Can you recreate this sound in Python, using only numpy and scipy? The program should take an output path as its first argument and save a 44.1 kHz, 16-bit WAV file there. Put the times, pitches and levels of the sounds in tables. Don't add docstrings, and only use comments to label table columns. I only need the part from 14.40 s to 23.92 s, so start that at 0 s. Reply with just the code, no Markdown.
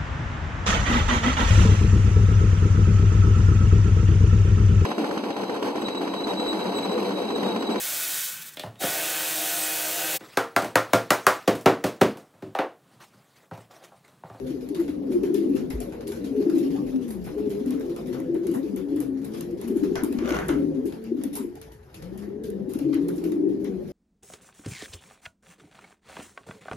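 import sys
import numpy as np
from scipy import signal
from scipy.fft import rfft, irfft, next_fast_len
from scipy.io import wavfile
from scipy.ndimage import uniform_filter1d, map_coordinates

SR = 44100
rng = np.random.default_rng(int(sys.argv[2]) if len(sys.argv) > 2 else 0)


def convert_level_to_amplitude(level_db):
    exponent = np.asarray(level_db, float) / 20
    return 10 ** exponent


def pcm_store(signal):
    levels = np.round(np.clip(np.atleast_2d(signal), -1, 1) * 32767)
    wavfile.write(sys.argv[1], SR, levels.astype(np.int16).T)


N = 419832


def unit(x):
    return x / np.sqrt(np.mean(x ** 2) + 1e-20)


def along(points, hz):
    f, v = np.transpose(points)
    return np.interp(np.log(hz + 1), np.log(f + 1), v)


def curves(rows):
    s, *cols = np.transpose(rows)
    return [np.interp(np.arange(N) / SR, s, c) for c in cols]


def wobble(n, knots_per_s):
    knots = rng.standard_normal(int(n * knots_per_s / SR) + 4)
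    return map_coordinates(knots, [np.arange(n) * knots_per_s / SR])


def filtered(x, response):
    m = next_fast_len(N + 8192)
    spectrum = rfft(x, m) * response(np.fft.rfftfreq(m, 1 / SR))
    return irfft(spectrum, m)[..., :N]


# f/Hz, correlation before the lean
LIKENESS = [(30, 0.77), (60, 1), (160, 0.94), (300, 0.95), (500, 0.17), (1000, 0.62), (3000, 0.36),
            (6000, 0.16), (7600, 0.98), (9400, 0.96), (11500, 0.75), (14000, 1)]
# f/Hz, level/dB
LEAN_DB = [(60, 0.2), (300, 3.5), (1000, 1), (5500, 4), (7600, 0)]


def spread(pair, gain):
    def split(hz):
        turn_rad = np.arccos(np.clip(along(LIKENESS, hz), -1, 1)) / 2
        return gain(hz) * [np.cos(turn_rad), np.sin(turn_rad)]

    mid, side = filtered(pair, split)
    left_right = np.array([mid + side, mid - side])
    return unit(filtered(left_right, lambda hz: convert_level_to_amplitude(along(LEAN_DB, hz) / [[2], [-2]])))


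def rush(colour, patchy_db=0):
    z = signal.stft(rng.standard_normal((2, N)), nperseg=512)[2]
    field = uniform_filter1d(rng.standard_normal(z.shape[1:]), size=5, axis=0)
    field = uniform_filter1d(field, size=8, axis=1)
    pair = signal.istft(z * convert_level_to_amplitude(patchy_db * unit(field)), nperseg=512)[1][:, :N]
    return spread(pair, lambda hz: convert_level_to_amplitude(along(colour, hz)))


def swell(t, s, ms):
    return np.cos(np.clip((t - s) / (ms / 1000), -1, 1) * np.pi / 2) ** 2


def dying(at, db, t60_s, rise_s):
    t = np.arange(SR // 2) / SR
    kicks = np.bincount(at, convert_level_to_amplitude(2 * db), N)
    energy_decay = convert_level_to_amplitude(-120 * t / t60_s) * (1 - np.exp(-t / rise_s))
    return np.sqrt(np.abs(signal.fftconvolve(kicks, energy_decay)[:N]))


def voice(hz, pan_db, overtone_db=-40):
    port_rad = 0.21 * rng.standard_normal() * np.array([[1], [-1]])
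    phase = 2 * np.pi * (np.cumsum(hz) / SR + rng.random()) + port_rad
    tone = np.sin(phase) + convert_level_to_amplitude(overtone_db) * np.sin(2 * phase)
    return tone * convert_level_to_amplitude([[pan_db / 2], [-pan_db / 2]])


NEAR_PAN_DB, PAN_SCATTER_DB = 5, 2.5
# t/s, f/Hz, level/dB
HELD_NOTES = [
    [(0.0, 132.5, -44), (0.2, 140.0, -49)],
    [(0, 261.3, -35), (0.14, 259.7, -33), (0.27, 254, -41)],
    [(0.0, 406.7, -34), (0.122, 362.8, -43.5), (0.13, 364.1, -60)],
    [(0.02, 521.0, -47), (0.22, 526, -57)],
    [(0.29, 300, -47), (0.39, 317, -46)],
    [(0.33, 168, -55), (0.46, 203, -43)],
    [(0.31, 420, -35), (0.36, 365, -34), (0.45, 325, -29)],
    [(0.42, 282.7, -37.5), (0.55, 301, -36.5), (0.67, 275, -29)],
    [(0.42, 525, -54), (0.59, 511, -48)],
    [(0.55, 270.3, -39), (0.7, 257.5, -34)],
    [(0.66, 257.3, -36), (0.78, 278, -31), (1.0, 279.1, -31.5), (1.16, 276.3, -25)],
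    [(0.68, 456, -38), (0.85, 465, -47)],
    [(0.7, 212.5, -37), (0.78, 203.0, -35.5), (0.888, 203.0, -39), (0.954, 212.0, -38), (1.06, 206.9, -41),
     (1.1, 214.3, -35)],
    [(0.71, 376.3, -29), (0.83, 365.4, -33.5), (0.98, 356, -25.5), (1.2, 365, -34.5)],
    [(0.84, 157.4, -52), (0.99, 171, -46)],
    [(0.92, 415, -38), (1.09, 426, -42)],
    [(1.13, 168.0, -40.5), (1.37, 154.4, -48)],
    [(1.2, 262, -38), (1.29, 251, -37)],
    [(1.3, 269, -36), (1.46, 241.3, -37)],
    [(1.4, 323, -56), (1.52, 318, -35)],
    [(1.53, 494.0, -45), (1.76, 475, -60)],
    [(1.57, 328, -57), (1.7, 318, -38)],
    [(1.79, 205.2, -46), (1.87, 200.5, -34), (1.876, 200.5, -49), (1.964, 208.8, -37), (2.1, 206.1, -49)],
    [(2.97, 206.0, -39.5), (3.068, 213.3, -37), (3.102, 201.0, -43), (3.172, 200.6, -37),
     (3.22, 224.5, -42)],
    [(2.93, 300, -37), (3.05, 310, -39)],
    [(1.8, 588, -54.5), (1.96, 608, -50)],
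    [(1.81, 283.3, -35), (1.94, 272, -39)],
    [(1.87, 516.0, -48), (1.99, 499, -64)],
    [(1.92, 416, -38), (1.994, 421.2, -25.5), (2.042, 410, -36.5), (2.1, 413, -35)],
    [(1.97, 351.0, -37), (2.3, 346, -37)],
    [(2.1, 300.1, -33), (2.2, 273.3, -28), (2.33, 269.1, -30.5), (2.45, 253.4, -31.5), (2.58, 261.3, -38),
     (2.68, 238.8, -33.5), (2.79, 181.4, -34), (2.9, 190, -52)],
    [(2.27, 290.7, -30), (2.48, 281, -36.5)],
    [(2.3, 381.3, -38), (2.43, 373, -39)],
    [(2.32, 125.7, -56), (2.44, 140, -45), (2.61, 111.0, -57)],
    [(2.43, 511, -44), (2.55, 520.0, -48)],
    [(2.58, 474, -51), (2.7, 481, -46)],
    [(2.84, 506, -57), (2.98, 505, -49)],
    [(2.96, 422.9, -49), (2.974, 422.9, -29.5), (3.084, 421.6, -31.5), (3.124, 385.3, -33),
     (3.174, 410.9, -37), (3.282, 404.4, -40), (3.3, 387.0, -37)],
    [(3.25, 284, -36), (3.38, 295, -26.5)],
    [(3.27, 246, -27.5), (3.42, 271, -30)],
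    [(3.4, 513, -43), (3.58, 534, -64)],
    [(3.43, 341.7, -34), (3.61, 349, -46)],
    [(3.6, 228.7, -43), (3.72, 223, -38)],
    [(3.63, 257.3, -36.5), (3.74, 251.2, -36.5), (3.82, 270.2, -34), (4.0, 247, -38)],
    [(3.66, 438.0, -57), (3.79, 427.0, -51)],
    [(3.66, 501.0, -57), (3.84, 543, -45)],
    [(3.72, 127.6, -48.5), (3.97, 152.6, -46.5)],
    [(3.89, 338, -31.5), (4.15, 346.5, -28.5)],
    [(4.1, 521, -45.5), (4.2, 494, -42.5)],
    [(4.11, 250.5, -32), (4.28, 288.7, -32.5)],
    [(4.25, 425.4, -35.5), (4.45, 393.3, -46)],
    [(4.29, 203.7, -35.5), (4.43, 187, -37)],
    [(4.36, 366, -39), (4.51, 414, -33.5)],
    [(4.41, 286.3, -53), (4.424, 285.7, -29.5), (4.594, 282.7, -32), (4.714, 265.4, -31),
     (4.826, 273, -30.5), (4.874, 275, -56), (4.88, 281.8, -40)],
    [(4.52, 310, -27), (4.65, 301, -34)],
    [(4.57, 130, -49), (4.71, 130.0, -46)],
    [(4.61, 207.3, -50), (4.88, 211.7, -41.5), (5.04, 244.4, -40)],
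    [(4.86, 143.7, -44), (4.98, 140, -48)],
    [(4.93, 333.2, -47), (5.03, 345.2, -37), (5.18, 354, -37)],
    [(4.97, 265.7, -47), (5.12, 264, -43)],
    [(4.98, 159.4, -50), (5.15, 184.5, -39)],
    [(5.25, 473, -52), (5.37, 443, -41)],
    [(5.26, 237.3, -30), (5.39, 223, -36)],
    [(5.28, 358, -33), (5.45, 342, -37)],
    [(5.3, 389.7, -33), (5.6, 388.8, -32.5)],
    [(5.34, 270.4, -50), (5.54, 270, -34)],
    [(5.4, 198, -37), (5.56, 197, -40)],
    [(5.6, 274, -42), (5.93, 232, -34.5)],
    [(5.62, 367.4, -40), (5.74, 393, -33.5)],
    [(5.89, 375, -34), (6.02, 403, -42)],
    [(5.93, 158.6, -45), (6.07, 151, -43.5), (6.31, 160.5, -39), (6.42, 134, -48.5)],
    [(6.07, 292.3, -50), (6.17, 279.2, -23), (6.31, 290.4, -32.5), (6.38, 272, -34), (6.46, 265, -27.5)],
    [(6.07, 324, -54), (6.19, 322, -36)],
    [(6.12, 407.5, -35), (6.24, 404.5, -35)],
    [(6.21, 544, -43.5), (6.31, 555, -55.5), (6.48, 532, -47)],
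    [(6.24, 374, -33), (6.39, 397.4, -36)],
    [(6.56, 216.3, -42), (6.58, 220.9, -40), (6.714, 227.9, -32), (6.768, 255.2, -34.5),
     (6.856, 234.5, -34), (6.9, 246, -37)],
    [(6.58, 438, -44.5), (6.75, 447, -44)],
    [(6.8, 258.9, -35), (6.842, 287, -29), (6.894, 286, -39), (7.004, 282.6, -34), (7.08, 281, -45)],
    [(6.98, 420, -39), (7.06, 346, -40), (7.18, 359, -49)],
    [(7, 274.5, -29), (7.06, 194, -40)],
    [(7.15, 442, -50), (7.32, 438, -57.5), (7.43, 422, -56)],
    [(7.55, 118.5, -58), (7.63, 151, -40.5)],
    [(7.65, 174.6, -41), (7.718, 189.5, -45.5), (7.828, 204, -39.5), (7.94, 201, -44), (7.97, 221, -36)],
    [(8.0, 220, -39), (8.066, 221, -41), (8.104, 200, -41.5), (8.146, 194.5, -35), (8.26, 193.7, -38)],
    [(7.62, 388, -50.5), (7.79, 385, -52), (7.86, 430, -43)],
    [(7.92, 393, -39), (7.974, 422.1, -38.5), (8.04, 438.7, -38.5), (8.082, 423, -33), (8.116, 393, -44),
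     (8.288, 370.5, -35), (8.33, 398.7, -41)],
    [(7.67, 290, -53), (7.82, 342, -60), (7.92, 333, -45)],
    [(8.0, 291.6, -43), (8.2, 277, -49)],
    [(8.35, 314.4, -42), (8.57, 319, -33)],
    [(8.4, 282.8, -36), (8.53, 279.3, -26), (8.62, 285, -29), (8.72, 298, -32.5)],
    [(8.43, 141, -45), (8.47, 141, -38.5), (8.6, 141, -46.5)],
    [(8.62, 173.8, -43), (8.63, 173.5, -36.5), (8.88, 176.6, -46), (8.9, 175.9, -53)],
    [(8.95, 189.3, -41), (9.066, 191.3, -41), (9.13, 198.0, -36.5), (9.304, 197.8, -39),
     (9.322, 192.6, -43), (9.336, 190.4, -31.5), (9.42, 181.6, -55)],
    [(9.45, 160, -41), (9.52, 160, -33)],
    [(8.2, 215, -35), (8.27, 200, -42)],
    [(9.28, 740, -58), (9.38, 735, -56)],
    [(8.45, 398.5, -42), (8.458, 402.8, -36.5), (8.64, 398.8, -40), (8.704, 418.5, -41), (8.75, 391.9, -47)],
    [(8.85, 403.7, -34), (9.012, 397.3, -40), (9.046, 405.8, -36), (9.138, 396.3, -30),
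     (9.22, 397.4, -41.5)],
    [(8.68, 358.5, -30), (8.722, 353.6, -34), (8.86, 359.7, -32.5), (9.002, 343.4, -31.5),
     (9.048, 351.2, -29), (9.128, 354.0, -31), (9.13, 354.1, -35)],
    [(8.88, 303.8, -31), (9.0, 315.4, -31)],
    [(8.98, 285, -27), (9.19, 304, -38)],
    [(9.05, 122.4, -55), (9.27, 131.0, -53)],
    [(9.1, 278.5, -37), (9.32, 270, -35)],
    [(9.24, 400.3, -31), (9.248, 401.1, -37), (9.3, 382.9, -35.5), (9.468, 357.6, -41), (9.51, 358.0, -34)],
]


def coos(murmur_db):
    lead_s, attack_s, release_s = .025, .035, .07
    waver_db, flutter_depth, flutter_hz = 1.8, .1, 36
    out = throbs(murmur_db)
    for note, side in zip(HELD_NOTES, rng.standard_normal(len(HELD_NOTES))):
        s, pitch_hz, db = np.transpose(note)
        first = max(round((s[0] - lead_s) * SR), 0)
        n = np.arange(first, min(round((s[-1] + release_s / 2) * SR), N))
        hz = uniform_filter1d(np.interp(n / SR, s, pitch_hz), size=1500, mode="nearest")
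        fade = np.clip(np.minimum((n - n[0]) / attack_s, (n[-1] - n) / release_s) / SR, 0, 1)
        level = np.sqrt(2) * convert_level_to_amplitude(np.interp(n / SR, s, db) + waver_db * wobble(len(n), 14.85))
        flutter_rate = flutter_hz * (1 + 0.24 * wobble(len(n), 6.48))
        flutter = np.sin(2 * np.pi * (np.cumsum(flutter_rate) / SR + rng.random()))
        level *= 1 + flutter_depth * flutter
        for at, _, throb_hz, ms in THROAT_PULSES:
            if s[0] < at < s[-1]:
                nearness = np.exp(-((hz - throb_hz) / 45) ** 2)
                level *= 1 - 0.95 * swell(n / SR, at, ms) * nearness
        wavering_hz = hz * (1 + 0.0061 * wobble(len(n), 12.43))
        out[:, n] += fade * level * voice(wavering_hz, NEAR_PAN_DB + PAN_SCATTER_DB * side)
    return out


# t/s, level/dB, f/Hz, longest half-height width/ms
THROAT_PULSES = [(0.116, -23, 309, 12.1), (0.143, -25, 280.5, 44), (0.314, -22, 299, 20),
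                 (0.406, -17, 338, 29.6), (0.498, -21, 286, 17.5), (0.706, -19, 284, 11.6),
                 (0.765, -13, 358.6, 28), (0.837, -21.5, 282, 21.5), (0.843, -16, 377, 14.4),
                 (0.907, -13, 319, 7.3), (0.94, -17, 360, 8.3), (0.953, -14.5, 373, 20),
                 (0.992, -19, 340, 29), (1.02, -18.5, 341, 14), (1.046, -19, 327, 5.9),
                 (1.061, -18.5, 301, 16), (1.077, -20, 276, 11.8), (1.112, -16, 284.7, 25),
                 (1.152, -13, 304, 6), (1.848, -24, 290, 13.2), (1.918, -21, 269, 19),
                 (1.989, -18.5, 269.4, 25.3), (1.993, -22, 394, 10.9), (2.007, -14.5, 358, 6.9),
                 (2.071, -14, 318, 10.7), (2.095, -15.5, 323, 14.4), (2.142, -16.5, 329, 15.5),
                 (2.162, -16, 306, 8.9), (2.176, -12.5, 315, 9.4), (2.205, -19, 316, 12),
                 (2.22, -21.5, 281, 11), (2.267, -22, 269, 23), (2.296, -22.5, 282.6, 26),
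                 (2.397, -24.5, 289, 45), (2.564, -18, 264.3, 45), (2.978, -23.5, 418.5, 23),
                 (3.006, -21.5, 302, 15.44), (3.074, -23.5, 416.3, 31.4), (3.076, -20, 278, 16),
                 (3.219, -23, 262, 16), (3.273, -20.5, 270, 14), (3.349, -21.5, 277, 16.9),
                 (3.386, -29.5, 260.6, 32), (3.509, -24.5, 340, 25.5), (3.792, -23.5, 324, 9.9),
                 (3.901, -19.5, 350.7, 16), (3.945, -18, 327, 14.6), (3.971, -18.5, 333, 23),
                 (4.057, -19.5, 368, 16.2), (4.093, -15.5, 329, 11), (4.119, -25, 343, 21.5),
                 (4.146, -25, 273.5, 27), (4.167, -22, 237.2, 13), (4.244, -20, 318, 15),
                 (4.345, -21.5, 263, 17.4), (4.542, -20.5, 301, 9.8), (4.566, -20.5, 289, 23),
                 (4.603, -22.5, 303.6, 37), (5.139, -22.5, 341, 16.2), (5.306, -18, 252.5, 11.2),
                 (5.323, -20.5, 382, 11.3), (5.367, -15, 331, 11.7), (5.371, -21.5, 254, 10.3),
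                 (5.436, -13.5, 294, 15), (5.475, -20, 375, 16), (5.521, -20, 370, 12.6),
                 (5.52, -20, 243, 8.3), (5.636, -15, 280, 17.1), (5.647, -18.5, 307, 8.1),
                 (5.668, -21, 353, 9.3), (5.689, -18, 350, 6.6), (5.707, -20, 266, 16),
                 (5.754, -18.5, 254, 11), (5.776, -21.5, 245, 18), (5.794, -26, 281, 22),
                 (5.815, -22, 268, 15), (5.828, -17, 342, 10), (5.855, -19, 248, 7.3),
                 (5.92, -13.5, 325, 8.9), (6.092, -21, 371, 17.5), (6.109, -15, 312, 16.3),
                 (6.135, -20, 284, 16.4), (6.164, -18.5, 277, 16), (6.199, -20, 274, 18),
                 (6.229, -18, 310, 9.4), (6.248, -19.5, 276, 28), (6.289, -20, 275, 14),
                 (6.31, -20, 298, 10), (6.393, -20.5, 262, 41), (6.458, -19.5, 325, 15.1),
                 (6.723, -15.5, 348, 11.6), (6.755, -22, 312, 11), (6.786, -25.5, 292, 22.7),
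                 (6.837, -22.5, 289, 15), (6.86, -20.5, 276, 7.8), (6.877, -26, 240, 12.6),
                 (7.012, -24, 251, 14.7), (7.05, -22.5, 340, 5.9), (7.883, -27, 348, 12),
                 (8.092, -27, 411, 21), (8.286, -22, 273, 10.9), (8.36, -19, 266, 8.6),
                 (8.42, -20.5, 283, 16.7), (8.467, -17, 325.5, 23), (8.494, -17.5, 302, 16.4),
                 (8.519, -19, 302, 17.5), (8.564, -16.5, 314.4, 28), (8.612, -17, 310, 11),
                 (8.704, -23.5, 283, 20.4), (8.787, -20.5, 300, 10.2), (8.84, -22, 332, 12),
                 (8.853, -22, 330, 7.8), (8.864, -16.5, 325, 7.6), (8.887, -17.5, 335, 7.6),
                 (8.926, -19.5, 320, 15), (8.972, -17, 306.3, 22.3), (9.008, -15, 321, 11),
                 (9.025, -27, 354, 8), (9.042, -16, 338, 9.4), (9.057, -19.5, 348, 9.9),
                 (9.076, -14, 340, 11), (9.112, -22, 305, 15), (9.146, -20, 320, 8.2),
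                 (9.226, -24.5, 314, 39), (9.274, -25.5, 277, 20.4), (9.297, -21.5, 253, 6.9),
                 (9.363, -26, 368, 14.6)]


def throbs(murmur_db, count=60):
    roll_share, same_throat_hz = 0.85, 35
    faint_ms, faint_scatter_db = 16, 4
    tilt_db_per_octave, throat_hz = -12, 356
    out = np.zeros((2, N))
    times, pitches = np.transpose(THROAT_PULSES)[[0, 2]]
    rows = []
    for s, db, hz, ms in THROAT_PULSES:
        same_throat = (np.abs(pitches - hz) < same_throat_hz) & (times != s)
        gap_ms = 1000 * np.abs(times - s)[same_throat].min()
        rows.append((s, db, hz, min(ms, roll_share * gap_ms)))
    for when, high, loud, long in rng.random((count, 4)):
        s = .1 + when * (N / SR - .2)
        hz = 140 * 4 ** high
        db = murmur_db[round(s * SR)] + faint_scatter_db * (2 * loud - 1)
        db += tilt_db_per_octave * abs(np.log2(hz / throat_hz))
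        rows.append((s, db, hz, faint_ms * (.5 + long)))
    for s, db, hz, ms in rows:
        n = np.arange(round((s - ms / 1000) * SR), round((s + ms / 1000) * SR))
        out[:, n] += convert_level_to_amplitude(db) * swell(n / SR, s, ms) * voice(np.full(len(n), hz), NEAR_PAN_DB)
    return out


# f/Hz, t60/s
LOFT_T60_S = [(200, 0.48), (1000, 0.72)]


def loft(x):
    hz, t, z = signal.stft(rng.standard_normal((2, SR // 2)), SR, nperseg=256)
    decay = convert_level_to_amplitude(-60 * t / along(LOFT_T60_S, hz)[:, None])
    tail = signal.istft(z * decay, SR, nperseg=256)[1]
    late = np.pad(x, (400, 0))[None]
    return signal.fftconvolve(late, tail / np.linalg.norm(tail[0]), axes=1)[:, :N]


# f/Hz, relative level/dB per Hz
MURMUR_COLOUR = [(53, -31.5), (90, -24), (178, -6), (279, -5), (394, -1.5), (540, -12), (660, -20.5),
                 (865, -30), (1100, -35), (1430, -45), (2420, -120)]


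def far_birds(level_db, count=850):
    start, long, high, loud, side, glide = rng.random((count, 6)).T[..., None]
    t = np.arange(SR // 3) / SR
    life_s = .05 + .16 * long ** 2
    hz = 115 * 5 ** high
    envelope = np.sin(np.pi * np.clip(t / life_s, 0, 1)) ** 2
    notes = envelope * np.sin(2 * np.pi * hz * t * (1 + 0.33 * (glide - .5) * t))
    notes *= convert_level_to_amplitude(3 * loud) / np.sqrt(life_s)
    room = N + len(t)
    at = (start * N).astype(int) + np.arange(len(t)) + (side > .5) * room
    pair = np.bincount(at.ravel(), notes.ravel(), 2 * room).reshape(2, -1)[:, :N]
    notes = spread(pair, lambda f: convert_level_to_amplitude(along(MURMUR_COLOUR, f)) * np.sqrt(f))
    return convert_level_to_amplitude(level_db - 4) * (0.7 * notes + 0.65 * rush(MURMUR_COLOUR))


# f/Hz, relative level/dB per Hz
RUMBLE_COLOUR = [(12, -61), (20, -30), (30, -47.5), (51, 7.5), (97, 1.5), (130, 1.5), (170, -23),
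                 (290, -120)]
# f/Hz, relative level/dB per Hz
HUM_COLOUR = [(90, -37), (130, 8.5), (350, -21.5), (600, -5.5), (830, -6), (1150, -17), (1800, -14),
              (2600, -30), (6500, -39.5), (7600, -120)]


def rumble_and_hum(rumble_db):
    return convert_level_to_amplitude(rumble_db) * rush(RUMBLE_COLOUR) + convert_level_to_amplitude(-54.5) * rush(HUM_COLOUR, patchy_db=3.5)


def scrapes(at, db, hz):
    out, t = np.zeros((2, N + SR)), np.arange(SR // 8) / SR
    for n, level_db, f in zip(at, db, hz):
        rough = np.array([wobble(len(t), 260), wobble(len(t), 260)])
        envelope = convert_level_to_amplitude(level_db - 60 * t / 0.29) * (1 - np.exp(-t / 0.0024))
        out[:, n:n + len(t)] += envelope * rough * np.sin(2 * np.pi * f * t)
    return out[:, :N]


# t/s, level/dB, then relative board/dB, grit/dB, room/dB
CLAW_STEPS = [(0.103, -39, -6, -18, -1), (0.288, -34.5, -9, -13, -19), (0.347, -29, -9, -18, -1),
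              (0.392, -39.5, -4, -15, 6), (0.4796, -35, -4.5, -18, 0.5), (0.715, -46, -9, -13.5, 13.5),
              (0.833, -31, -4, -18, -0.5), (0.944, -27.5, -14, -18, 2.5), (1.158, -36.5, -8, -21, 8.5),
              (1.304, -26.5, -6.5, -19, -2), (1.403, -38, -9, -13, 7), (1.522, -35.5, 0.5, -19, -1.5),
              (1.6074, -33.5, -3, -17, -6), (1.67, -35.5, -14, -13, 5), (1.719, -29.5, -7.5, -16, -3),
              (1.844, -34, -11, -17, 1.5), (2.0244, -35.5, 1, -27, -5), (2.0975, -31, -2, -17, -5),
              (2.154, -43, -18, -10, -1), (2.182, -32.5, -11, -12, -1.5), (2.559, -35, -22, -19, -14),
              (2.68, -40.5, -7, -10.5, 3), (2.7055, -32, -5, -9.5, -5), (2.8443, -37.5, -13, -16, 4),
              (2.863, -43, 2, -23, 7.5), (2.979, -39.5, -3, -19, 2.5), (3.102, -34, -9, -17, 2.5),
              (3.258, -42, -4, -15, 3), (3.31, -34.5, -4.5, -22, 1.5), (3.4082, -35.5, -1, -17, -4),
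              (3.4943, -39, -9, -18, 3), (3.563, -33, -1, -18, -1), (3.6747, -45, -1, -14, 3.5),
              (3.727, -36, -1.5, -19, 4.5), (3.8, -42, 4, -18, -5), (3.9443, -45, 4, -20, 3),
              (4.0684, -33.5, -5, -16, -1), (4.116, -36.5, -14, -15, -1), (4.137, -40.5, -1.5, -9.5, 6.5),
              (4.364, -41, -5.5, -18, 8.5), (4.563, -40, -2, -16, 2), (4.604, -36.5, -3.5, -9, 1),
              (4.8467, -41.5, -3.5, -10, 1), (4.9366, -34.5, -6, -18.5, 2), (4.9694, -39, -19, -17, 6),
              (5.0067, -30.5, -7.5, -17, -3), (5.11, -50, -13, -2, -14), (5.215, -42, -2, -16, 6.5),
              (5.277, -40.5, -2, -9, 2), (5.361, -43, -5, -12, 7.5), (5.4326, -31.5, -6.5, -21.5, 3),
              (5.555, -22.5, 2, -23, -3), (5.6327, -37, -5, -11, 5.5), (5.726, -34.5, -1, -13, -4.5),
              (5.787, -25.5, 0, -42, -6), (5.893, -28, -15, -14, -4), (5.9444, -32.5, -10, -19, 5),
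              (5.986, -28.5, 6.5, -19, -1.5), (6.0837, -30, -7, -10, -3), (6.0905, -25, 4.5, -30, -6.5),
              (6.455, -43.5, -19, -11.5, 8), (6.5228, -33.5, -2, -19, -4), (6.6407, -41.5, -13, -28, 5),
              (6.812, -39.5, -1, -28, -3), (6.8381, -28.5, -9, -15, -5.5), (6.927, -44.5, -17, -13, 13),
              (6.953, -32, -9.5, -7, 5.5), (7.1546, -41, -5, -16, -1), (7.2144, -34.5, -8.5, -19, -0.5),
              (7.3185, -39, -25, -15.5, -2.5), (7.542, -33, -10, -21, 1), (7.6226, -31, -6.5, -19, -5.5),
              (7.7774, -40, -10, -16, 3), (7.8224, -40, -1.5, -18, -1), (8.0382, -33, -30, -17.5, 0.5),
              (8.101, -39.5, -25, -20, -4), (8.2944, -44.5, -9, -11, 6), (8.336, -35.5, -11, -19, 3),
              (8.3904, -34, -6, -19, -1), (8.5284, -34, -3.5, -25, 4.5), (8.687, -32.5, 0, -11.5, -6.5),
              (8.7597, -50, -15, -4.5, 4), (8.78, -34, -11, -23, -3.5), (8.839, -28.5, -10.5, -17, -3),
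              (8.919, -34, -1, -16.5, -6.5), (9.2433, -42, -6.5, -23, 10)]
# f/Hz, relative level/dB per Hz
BOARD_COLOUR = [(400, -7), (700, -4.5), (1200, -9), (2000, -14), (3000, -24.5), (5000, -53.5), (7000, -120)]
# f/Hz, relative level/dB per Hz
CLAW_COLOUR = [(1200, -16.5), (2200, 0), (3500, -1), (5500, -3.5), (7000, -8), (7600, -14), (8200, -60),
               (9000, -120)]
# f/Hz, relative level/dB per Hz
GRIT_COLOUR = [(5500, -19), (7300, -4), (9000, -0.5), (10500, 0.5), (12500, -4), (13600, -15), (14600, -46),
               (16000, -83)]


def steps(shuffle_db, count=170):
    claw_db, grit_gain_db, scrape_db = -10, 9, -25
    scrape_low_hz, scrape_octaves = 1336, 1.5
    answer_s, answer_rise_s = 0.0016, 0.0062
    s, db, board_db, grit_db, room_db = np.transpose(CLAW_STEPS)
    at = np.round(s * SR).astype(int)
    when, size = rng.random((count, 2)).T
    patter = unit(dying((when * N).astype(int), 8 * size, .3, .003) + 1)
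    scrape_hz = scrape_low_hz * 2 ** (scrape_octaves * rng.random(len(s)) ** 3)
    out = scrapes(at, db + room_db + scrape_db, scrape_hz)
    # colour, level/dB, tail t60/s, shuffle gain/dB, tick gain/dB
    layers = ((BOARD_COLOUR, db + board_db, .35, -1.5, -4),
              (CLAW_COLOUR, db + claw_db, .3, -1.5, -1.5),
              (GRIT_COLOUR, db + grit_db + grit_gain_db, .25, -3, -4))
    for colour, level_db, t60_s, floor_db, tick_db in layers:
        tick = dying(at, level_db + tick_db, 0.032, 0.0012)
        answer_at = at + round(answer_s * SR)
        tail = dying(answer_at, level_db + room_db - 7.0, t60_s, answer_rise_s)
        shuffle = convert_level_to_amplitude(shuffle_db + floor_db) * patter
        out = out + rush(colour, patchy_db=3.0) * np.sqrt(tick ** 2 + tail ** 2 + shuffle ** 2)
    return out


# t/s, level/dB, body level/dB relative
CLAW_TICKS = [(0.288, -42, -17), (0.3461, -44, -6), (0.7088, -45, -13), (0.8337, -40, -10),
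              (0.9385, -41, -19), (0.9436, -30, -13), (1.154, -39, 0), (1.166, -39, -14),
              (1.302, -37.5, -8), (1.4034, -27.5, -21), (1.6715, -43, 11), (1.678, -33, -5),
              (1.8437, -46, -7), (2.1819, -43, -12), (2.7053, -50, -18), (2.842, -43, -6),
              (3.0959, -41, -9), (3.2613, -42, -7), (3.3076, -33.5, 0), (3.3972, -42, -9),
              (3.5626, -38.5, -6), (3.672, -46, -9), (3.8016, -40, -11), (3.9443, -43, -15),
              (4.0688, -32, -18), (4.1136, -37, -11), (4.362, -34.5, -16), (4.562, -37, -18),
              (4.603, -30, -22), (4.846, -40, -21), (4.8496, -37, -15), (5.009, -30, -20),
              (5.1093, -51, -16), (5.214, -34, -19), (5.2764, -40, -17), (5.283, -37, -21), (5.36, -48, -9),
              (5.5553, -38, 17), (5.636, -24.5, -24), (5.6455, -27, -21), (5.7256, -38, -12),
              (5.787, -51, 22), (5.886, -36, -1), (6.0834, -25, -15), (6.089, -41, 16), (6.4555, -35, -22),
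              (6.6403, -43, -12), (6.8366, -29, -12), (6.937, -40, -13), (6.954, -28, -19),
              (7.1544, -44, -14), (7.2146, -34.5, -13), (7.5446, -39.5, 1), (7.776, -41, -12),
              (8.036, -44, -5), (8.102, -38, -15), (8.294, -46, -12), (8.336, -33, -14), (8.388, -36, -1),
              (8.527, -53, 14), (8.543, -33.5, -18), (8.6845, -33, -19), (8.76, -46, -12), (8.838, -44, -4),
              (8.919, -44, -5), (9.2437, -38, -14)]
# f/Hz, relative level/dB per Hz
SNAP_COLOUR = [(5500, -19), (7300, -8.5), (9000, 3), (12500, -6), (14500, -16.5), (16000, -23.5)]


def ticks():
    s, db, body_db = np.transpose(CLAW_TICKS)
    at = np.round(s * SR).astype(int)
    snap = rush(SNAP_COLOUR) * dying(at, db + 0.5, 0.014, .0001)
    body = rush(CLAW_COLOUR) * dying(at, db + body_db - 7.5, 0.0099, .0002)
    return snap + body


# t/s, level/dB, f/Hz
ROUGH_NOTES = [(1.165, -45, 1390), (1.303, -43.5, 2015), (1.405, -35, 608), (2.35, -37.5, 800),
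               (2.37, -43, 1110), (3.75, -43, 728), (5.557, -33.5, 1430), (5.558, -41.5, 2090),
               (6.089, -40, 1393), (6.09, -50, 2120), (1.722, -45, 1525), (1.722, -51.5, 2350),
               (6.96, -39, 956), (7.16, -47.5, 766), (7.27, -55, 887), (8.53, -43.5, 2050)]


def rasps():
    s, db, hz = np.transpose(ROUGH_NOTES)
    return scrapes(np.round(s * SR).astype(int), db, hz)


# t/s, level/dB, f/Hz (starts at 1.07 f, sags toward 0.57 f), t60/s
KNOCKS = [(1.337, -20, 69.3, 0.29), (2.44, -36, 54.3, 0.33)]


def thumps():
    out, t = np.zeros(N + SR), np.arange(SR) / SR
    for s, db, hz, t60_s in KNOCKS:
        phase = 2 * np.pi * np.cumsum(hz * (0.57 + 0.5 * np.exp(-t / 0.034))) / SR
        envelope = convert_level_to_amplitude(db - 60 * t / t60_s) * (1 - np.exp(-t / .01))
        out[round(s * SR):][:SR] += envelope * np.sin(phase)
    return out[:N]


# t/s, feather level/dB, air push level/dB, rise/s, fall/s
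STROKES = [(5.95, -29.5, -40, 0.18, 0.15), (6.091, -32, -40, 0.0089, 0.12)]
# t/s, level/dB
FEATHER_SLAPS = [(5.8578, -34), (5.876, -31), (5.891, -28.5), (5.9063, -28), (5.923, -30.5), (5.9432, -36),
                 (5.9666, -31), (5.9876, -32)]
# f/Hz, relative level/dB per Hz
SLAP_COLOUR = [(500, -12), (1400, 1), (2800, -0.5), (4200, -14), (6200, -3), (7600, -26), (9000, -38)]
# f/Hz, width/Hz, relative level/dB
FEATHER_MODES = [(1163, 25, -5), (1424, 130, -6.5), (2050, 150, -14), (2750, 200, -20), (6200, 900, -28)]
# f/Hz, relative level/dB per Hz
WING_AIR_COLOUR = [(300, -27), (500, 2), (900, -13.5), (2000, -20), (4000, -57), (8000, -42), (12000, -42),
                   (14000, -65), (15000, -120)]
# start t/s, end t/s, level/dB, mean f/Hz, octave level/dB relative
WING_WHISTLE = (5.85, 6.01, -41, 1450, -16)


def wing():
    stroke_db, push_share, bend = 21.5, 0.9, 1.25
    t = np.arange(N) / SR
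    feathers, push = 0, 0
    for s, feather_db, push_db, rise_s, fall_s in STROKES:
        drop_db = stroke_db * np.maximum((s - t) / rise_s, (t - s) / fall_s) ** bend
        feathers = feathers + convert_level_to_amplitude(feather_db - drop_db)
        push = push + convert_level_to_amplitude(push_db - push_share * drop_db)

    s, slap_db = np.transpose(FEATHER_SLAPS)
    slaps = dying(np.round(s * SR).astype(int), slap_db - 1, .018, 0.00024)
    rattle = 1 + 1.5 * slaps / slaps.max()

    def feather_gain(f):
        ring = sum(convert_level_to_amplitude(db) * 1j * f * w / (c * c - f * f + 1j * f * w) for c, w, db in FEATHER_MODES)
        ring = ring / (1 + (f / 9000) ** 4)
        return np.abs(ring) + convert_level_to_amplitude(along(WING_AIR_COLOUR, f))

    rustle = spread(rattle * rng.standard_normal((2, N)), feather_gain)
    gust = np.sqrt(2) * np.sin(2 * np.pi * np.cumsum(61 + 3 * wobble(N, 11)) / SR)

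    start, end, db, hz, octave_db = WING_WHISTLE
    phase = 2 * np.pi * np.cumsum(hz * (1 + 0.0115 * wobble(N, 60))) / SR
    fade = np.clip(np.minimum(t - start, end - t) / 0.044, 0, 1)
    held = fade * unit(rattle) * convert_level_to_amplitude(db + 2.1 * wobble(N, 70))
    whistle = held * (np.sin(phase) + convert_level_to_amplitude(octave_db) * np.sin(2 * phase))
    return slaps * rush(SLAP_COLOUR) + feathers * rustle + push * gust + whistle


# t/s, murmur/dB, rumble/dB, shuffle/dB
BACKGROUND = [(0.0, -29.5, -52, -54), (0.27, -34.5, -53, -59), (0.62, -29.5, -53.5, -64),
              (1.06, -29, -53.5, -58.5), (1.53, -32, -46.5, -61.5), (2.25, -27.5, -55.5, -54),
              (2.84, -33, -47.5, -60), (3.26, -28, -52, -58), (4.72, -32.5, -53, -62),
              (5.88, -31, -51.5, -57.5), (6.12, -28, -44.5, -59), (6.45, -29, -51, -60.5),
              (6.6, -37.5, -56, -64), (6.85, -34, -58.5, -63), (7.2, -45, -53, -70),
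              (7.46, -56, -52, -66.5), (7.6, -40.5, -51, -64), (8.06, -32, -52.5, -68.5),
              (8.72, -29.5, -55, -60), (9.07, -32, -58, -64.5), (9.52, -33, -50, -56.5)]


def scene():
    murmur_db, rumble_db, shuffle_db = curves(BACKGROUND)
    near = coos(murmur_db)
    birds = near + convert_level_to_amplitude(-6.0) * loft(near.mean(0)) + far_birds(murmur_db)
    feet = steps(shuffle_db) + ticks()
    return birds + rumble_and_hum(rumble_db) + feet + rasps() + thumps() + wing()


def low_pass(x):
    return signal.sosfilt(signal.butter(12, 16510, fs=SR, output="sos"), x)


# f/Hz, left lead/rad
PORT_LEAD_RAD = [(0, 0), (200, 0), (350, .3), (700, 1.5), (1300, 1.4), (2200, .7), (3300, .9), (5200, .3),
                 (6700, -1.2), (7900, -3.1), (9300, -3.2), (12100, -5.5), (12600, -6.2), (16000, -6.3)]


def record(dry):
    def ports(hz):
        lead_rad = np.interp(hz, *np.transpose(PORT_LEAD_RAD))
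        shift = np.exp(.5j * lead_rad * np.array([[1], [-1]]))
        return shift / (1 + (hz / 16000) ** 60)

    return low_pass(filtered(dry, ports))


dry = scene()
out = record(dry)
pcm_store(out)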